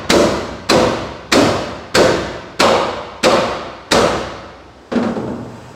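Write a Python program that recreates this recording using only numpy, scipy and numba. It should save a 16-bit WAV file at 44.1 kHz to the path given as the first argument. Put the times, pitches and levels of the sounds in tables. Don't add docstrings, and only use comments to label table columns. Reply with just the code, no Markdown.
import sys
import numpy as np
from scipy import signal
from scipy.fft import rfft, irfft
from scipy.io import wavfile
from numba import njit

SR = 44100
rng = np.random.default_rng(int(sys.argv[2]) if len(sys.argv) > 2 else 0)


def dump_mix(stems):
    frames = np.atleast_2d(stems).T
    limited = np.clip(frames, -1, 1)
    pcm = np.round(limited * 32767).astype(np.int16)
    wavfile.write(sys.argv[1], SR, pcm)


N = 253927
AGE = np.arange(2 * SR) / SR
TOP_HZ = 15850

# frequency in Hz, time to fall by 60 dB in seconds.
RING_TIMES = [(60, 2.26), (160, 1.22), (420, 0.92), (1100, 1.362), (2900, 1.375), (5000, 0.99), (8000, 0.8),
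              (14000, 0.71)]
# frequency in Hz, relative level in dB per Hz.
CRACK_COLOUR = [(100, -7), (250, 9), (800, -6.5), (1400, 2), (3000, -3.5), (4600, -2.5), (6500, -10),
                (8000, -8), (8500, -16), (15500, -31.5)]


def undb(db):
    return 10 ** (np.asarray(db) / 20)


def unit(x):
    return x / np.sqrt(np.mean(x ** 2))


def lookup(table, hz):
    f, value = np.transpose(table)
    return np.interp(np.log(np.maximum(hz, 1)), np.log(f), value)


def colour(x, table):
    hz = np.fft.rfftfreq(len(x), 1 / SR)
    return irfft(rfft(x) * undb(lookup(table, hz)), len(x))


def noise(table, size, patchy_db=0, patch_hz=40):
    hz = np.fft.rfftfreq(size, 1 / SR)
    knots = np.arange(0, SR / 2, patch_hz)
    patches = np.interp(hz, knots, rng.standard_normal(len(knots)))
    gain = undb(lookup(table, hz) + patchy_db * patches)
    white = rng.standard_normal(size)
    return unit(irfft(rfft(white) * gain, size))


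def fade(t60):
    return np.exp(-np.log(1000) * AGE / t60)


def swell(seconds):
    return 1 - np.exp(-AGE / max(seconds, 1e-4))


def resonance(x, hz, width):
    sharpness = max(hz / width, .6)
    return signal.lfilter(*signal.iirpeak(hz, sharpness, fs=SR), x)


def sharp_resonance(hz, width):
    once = resonance(rng.standard_normal(len(AGE)), hz, width)
    return resonance(once, hz, width)


def damp(x):
    spectrum = rfft(x)
    octave = np.log2(np.clip(np.fft.rfftfreq(len(x), 1 / SR), 60, 15360) / 60)
    out = 0
    for k in range(9):
        t60 = lookup(RING_TIMES, 60 * 2 ** k)
        share = np.maximum(1 - abs(octave - k), 0)
        out = out + irfft(spectrum * share, len(x)) * fade(t60)
    return out


def modes(rows, scatter_db):
    chance = rng.standard_normal((len(rows), 2))
    out = 0
    for (hz, db, t60), (level_chance, phase_chance) in zip(rows, chance):
        tone = np.sin(2 * np.pi * (hz * AGE + phase_chance))
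        out = out + undb(db + scatter_db * level_chance) * tone * fade(t60)
    return out


def add(track, start, sound):
    i = int(start * SR)
    part = sound[max(-i, 0):max(len(track) - i, 0)]
    track[max(i, 0):max(i, 0) + len(part)] += part


def workshop(shop_db=-42):
    # frequency in Hz, relative level in dB per Hz.
    shop_colour = [(25, -36), (60, -27), (110, -16.5), (330, -8), (660, -12.5), (1300, -19.5),
                   (2700, -28.5), (5000, -30), (9000, -47), (15000, -62)]
    # frequency in Hz, relative level in dB per Hz.
    cloth_colour = [(1000, 22.5), (3800, 8), (6500, 7.5), (8000, 7.5), (8800, -5), (15000, -13)]
    # height of the move in seconds, half length in seconds, level in dB.
    moves = [(5.2, 0.32, -42), (5.66, 0.19, -40.5)]
    t = np.arange(N) / SR
    rustle = sum(undb(db) * np.exp(-((t - s) / half_s) ** 2) for s, half_s, db in moves)
    return undb(shop_db) * noise(shop_colour, N) + rustle * noise(cloth_colour, N, patchy_db=3.5)


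def crowd():
    # frequency in Hz, relative level in dB per Hz.
    boom_colour = [(30, -51), (60, -11.5), (160, -4), (330, -0.5), (540, 2.5), (800, -8), (1200, -9),
                   (1700, -16), (3000, -20), (4400, -19), (6500, -24), (8000, -26), (8400, -31.5),
                   (15500, -49)]
    return noise(boom_colour, len(AGE), patchy_db=3, patch_hz=32)


def boom(boom_hz, hard_db, stiffness, own, rise_s=0.02, modes_rise_s=0.03, dense_db=-5.5, modes_db=12.5,
         hang=0.98, cluster_db=-8, cluster_width_hz=55, cluster_t60=0.62):
    # frequency in Hz, level among the modes in dB.
    plate = [(61.9, -41.5), (92.9, -41), (119.8, -41), (238.2, -28), (279.9, -40.5), (332.4, -28),
             (356.6, -28.5), (425.3, -46), (507.4, -29.5), (528.9, -26.5), (586.8, -30.5), (686.4, -40),
             (706.6, -46), (940.7, -39), (1082.0, -44), (1266.4, -44)]
    # frequency in Hz, change in dB.
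    stiff_spot = [(250, -5.5), (540, 0), (1100, -1.5), (4000, -1)]
    # frequency in Hz, change at full stiffness in dB.
    clang_colour = [(600, 0.5), (1050, 8), (1600, 0.5), (3000, 4.5), (6000, -1)]
    clang_power = 3.2
    bright_from_hz, bright_per_octave = 2400, 0.69

    stiffness = np.clip(stiffness, 0, 1)
    tint = [(hz, stiffness * db) for hz, db in stiff_spot]
    clang = [(hz, stiffness ** clang_power * db) for hz, db in clang_colour]
    top_db = hard_db * bright_per_octave * np.log2(TOP_HZ / bright_from_hz)
    bright = [(bright_from_hz, 0), (TOP_HZ, top_db)]

    pattern = unit(.5 * own + crowd())
    tinted = colour(pattern, tint)
    clanging = colour(tinted, clang)
    dense = damp(colour(clanging, bright))

    rows = [(hz, db + lookup(tint, hz), hang * lookup(RING_TIMES, hz)) for hz, db in plate]
    lines = modes(rows, scatter_db=2.5)
    cluster = unit(sharp_resonance(boom_hz, cluster_width_hz)) * fade(cluster_t60)
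    strong = undb(modes_db) * lines + undb(cluster_db) * cluster
    return undb(dense_db) * dense * swell(rise_s) + strong * swell(modes_rise_s)


def crack(clank_hz, t60=0.065, ring_db=-3, clank_db=-5, clank_width_hz=200, rise_s=0.0027,
          walls_db=-20, walls_t60=0.39):
    # frequency in Hz, width in Hz, gain in dB.
    contact = [(1244, 170, 9.5), (2340, 94, 10), (3970, 490, -2), (4720, 420, 1.5), (7610, 170, -5),
               (9440, 110, -10)]
    burst = noise(CRACK_COLOUR, len(AGE), patchy_db=3.5, patch_hz=130)
    body = sum(undb(db) * resonance(rng.standard_normal(len(AGE)), hz, width) for hz, width, db in contact)
    clank = sharp_resonance(clank_hz, clank_width_hz)
    shape = (fade(t60) + undb(walls_db) * fade(walls_t60)) * swell(rise_s)
    return (burst + undb(ring_db) * unit(body) + undb(clank_db) * unit(clank)) * shape


def hammering(crack_db=-3, lead_s=.008, lead_db=-18, earlier_db=4):
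    # start in seconds, pitch of the boom in Hz, pitch of the clank in Hz,
    # hardness against an average blow in dB, stiffness of the struck spot from 0 to 1.
    blows = [(0.1005, 339, 4020, 2.5, 0), (0.6965, 505, 4090, -1.2, 0.4), (1.3234, 288, 4340, 1, 0.18),
             (1.9503, 508, 4350, -.5, 0.26), (2.6001, 541, 4060, -0.5, 0.97), (3.2375, 522, 3960, -2, 0.76),
             (3.9168, 497, 3800, -0.3, 0.4)]
    earlier_blow_s, earlier_boom_hz = -0.48, 560
    out = np.zeros(N)
    own = crowd()
    for s, boom_hz, clank_hz, hard_db, stiffness in blows:
        forerunner = crowd() + 1.32 * noise(CRACK_COLOUR, len(AGE))
        add(out, s - lead_s, undb(lead_db) * forerunner * swell(0.0038) * fade(0.17))
        add(out, s, undb(crack_db + hard_db) * crack(clank_hz))
        add(out, s, boom(boom_hz, hard_db, stiffness, own))
    add(out, earlier_blow_s, undb(earlier_db) * boom(earlier_boom_hz, 0, 0, own))
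    return out


def laying_down(drone_db=-15, tick_t60=0.48, clack_db=-2, clack_t60=0.082):
    # start in seconds, strength in dB,
    # share taken by the steel head rather than the handle from 0 to 1, pitch the spot favours in Hz.
    knocks = [(4.916, -20, 0.9, 544), (4.954, -18.5, 0.88, 232), (5.026, -21, 0.97, 260),
              (5.074, -27.5, 0.92, 230), (5.157, -20, 0.36, 450), (5.272, -22.5, 0, 220)]
    # frequency in Hz, level among the modes in dB, 60 dB fade in seconds.
    floor_modes = [(200, -3.5, .3), (226.6, -3, 0.53), (239.8, 1.5, 0.42), (338, -5.5, 0.34),
                   (428, -6, 0.59), (532, -2.5, 0.24)]
    # frequency in Hz, relative level in dB per Hz.
    thud_colour = [(35, -34), (90, -6.5), (150, -4), (230, 5), (540, -1.5), (750, -8), (1400, -20),
                   (1900, -34), (4200, -44), (8000, -49), (15000, -76)]
    # frequency in Hz, relative level in dB per Hz.
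    tick_colour = [(150, -19), (500, 12), (900, 2), (1400, 5.5), (2000, -7.5), (4000, -13), (7000, -22),
                   (15000, -52)]
    # frequency in Hz, change in dB.
    clack_dulling = [(4000, -1), (15000, -22)]
    handle_tick_db, head_tick_db = -15.5, 0
    handle_ring_db, head_ring_db = -3.5, 11
    contact_s, spread_s = .002, 0.0055
    off_pitch_db = -12
    drone_from_s = 5.13

    out = np.zeros(N)
    for s, strength_db, head, spot_hz in knocks:
        tick_db = handle_tick_db + head * (head_tick_db - handle_tick_db)
        ring_db = handle_ring_db + head * (head_ring_db - handle_ring_db)
        driven = [(hz, db + off_pitch_db * abs(np.log2(hz / spot_hz)), t60) for hz, db, t60 in floor_modes]
        thud = damp(noise(thud_colour, len(AGE), patchy_db=3.0))
        ring = undb(ring_db) * modes(driven, scatter_db=0.5)
        clack = colour(noise(CRACK_COLOUR, len(AGE)), clack_dulling) * fade(clack_t60)
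        tick = noise(tick_colour, len(AGE)) * fade(tick_t60) + undb(clack_db) * clack
        knock = (thud + ring) * swell(spread_s) + undb(tick_db) * tick * swell(contact_s)
        add(out, s, undb(strength_db) * knock)
    add(out, drone_from_s, undb(drone_db) * drone())
    return out


def drone(hz=119, width_hz=8, rise_s=0.19, t60=1.62):
    narrow_band = sharp_resonance(hz, width_hz)
    return unit(narrow_band) * swell(rise_s) ** 2 * fade(t60)


def scene():
    return (hammering() + laying_down() + workshop())[None]


@njit
def follow(size, attack, release):
    out, e = np.empty(len(size)), 0.
    for i in range(len(size)):
        e = max(e + attack * (size[i] - e), e * (1 - release))
        out[i] = e
    return out


def top_cut(x):
    low_pass = signal.ellip(10, .05, 60, TOP_HZ, fs=SR, output="sos")
    return signal.sosfiltfilt(low_pass, x, padtype="even")


def record(dry, attack_s=0.00046, release_s=0.083, threshold_db=-2):
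    attack = min(1 / (attack_s * SR), 1.)
    envelope = follow(abs(dry[0]), attack, 1 / (release_s * SR))
    held = dry / np.maximum(envelope / undb(threshold_db), 1)
    rounded = held / (1 + held ** 8) ** (1 / 8)
    return top_cut(.95 * rounded)


dry = scene()
out = record(dry)
dump_mix(out)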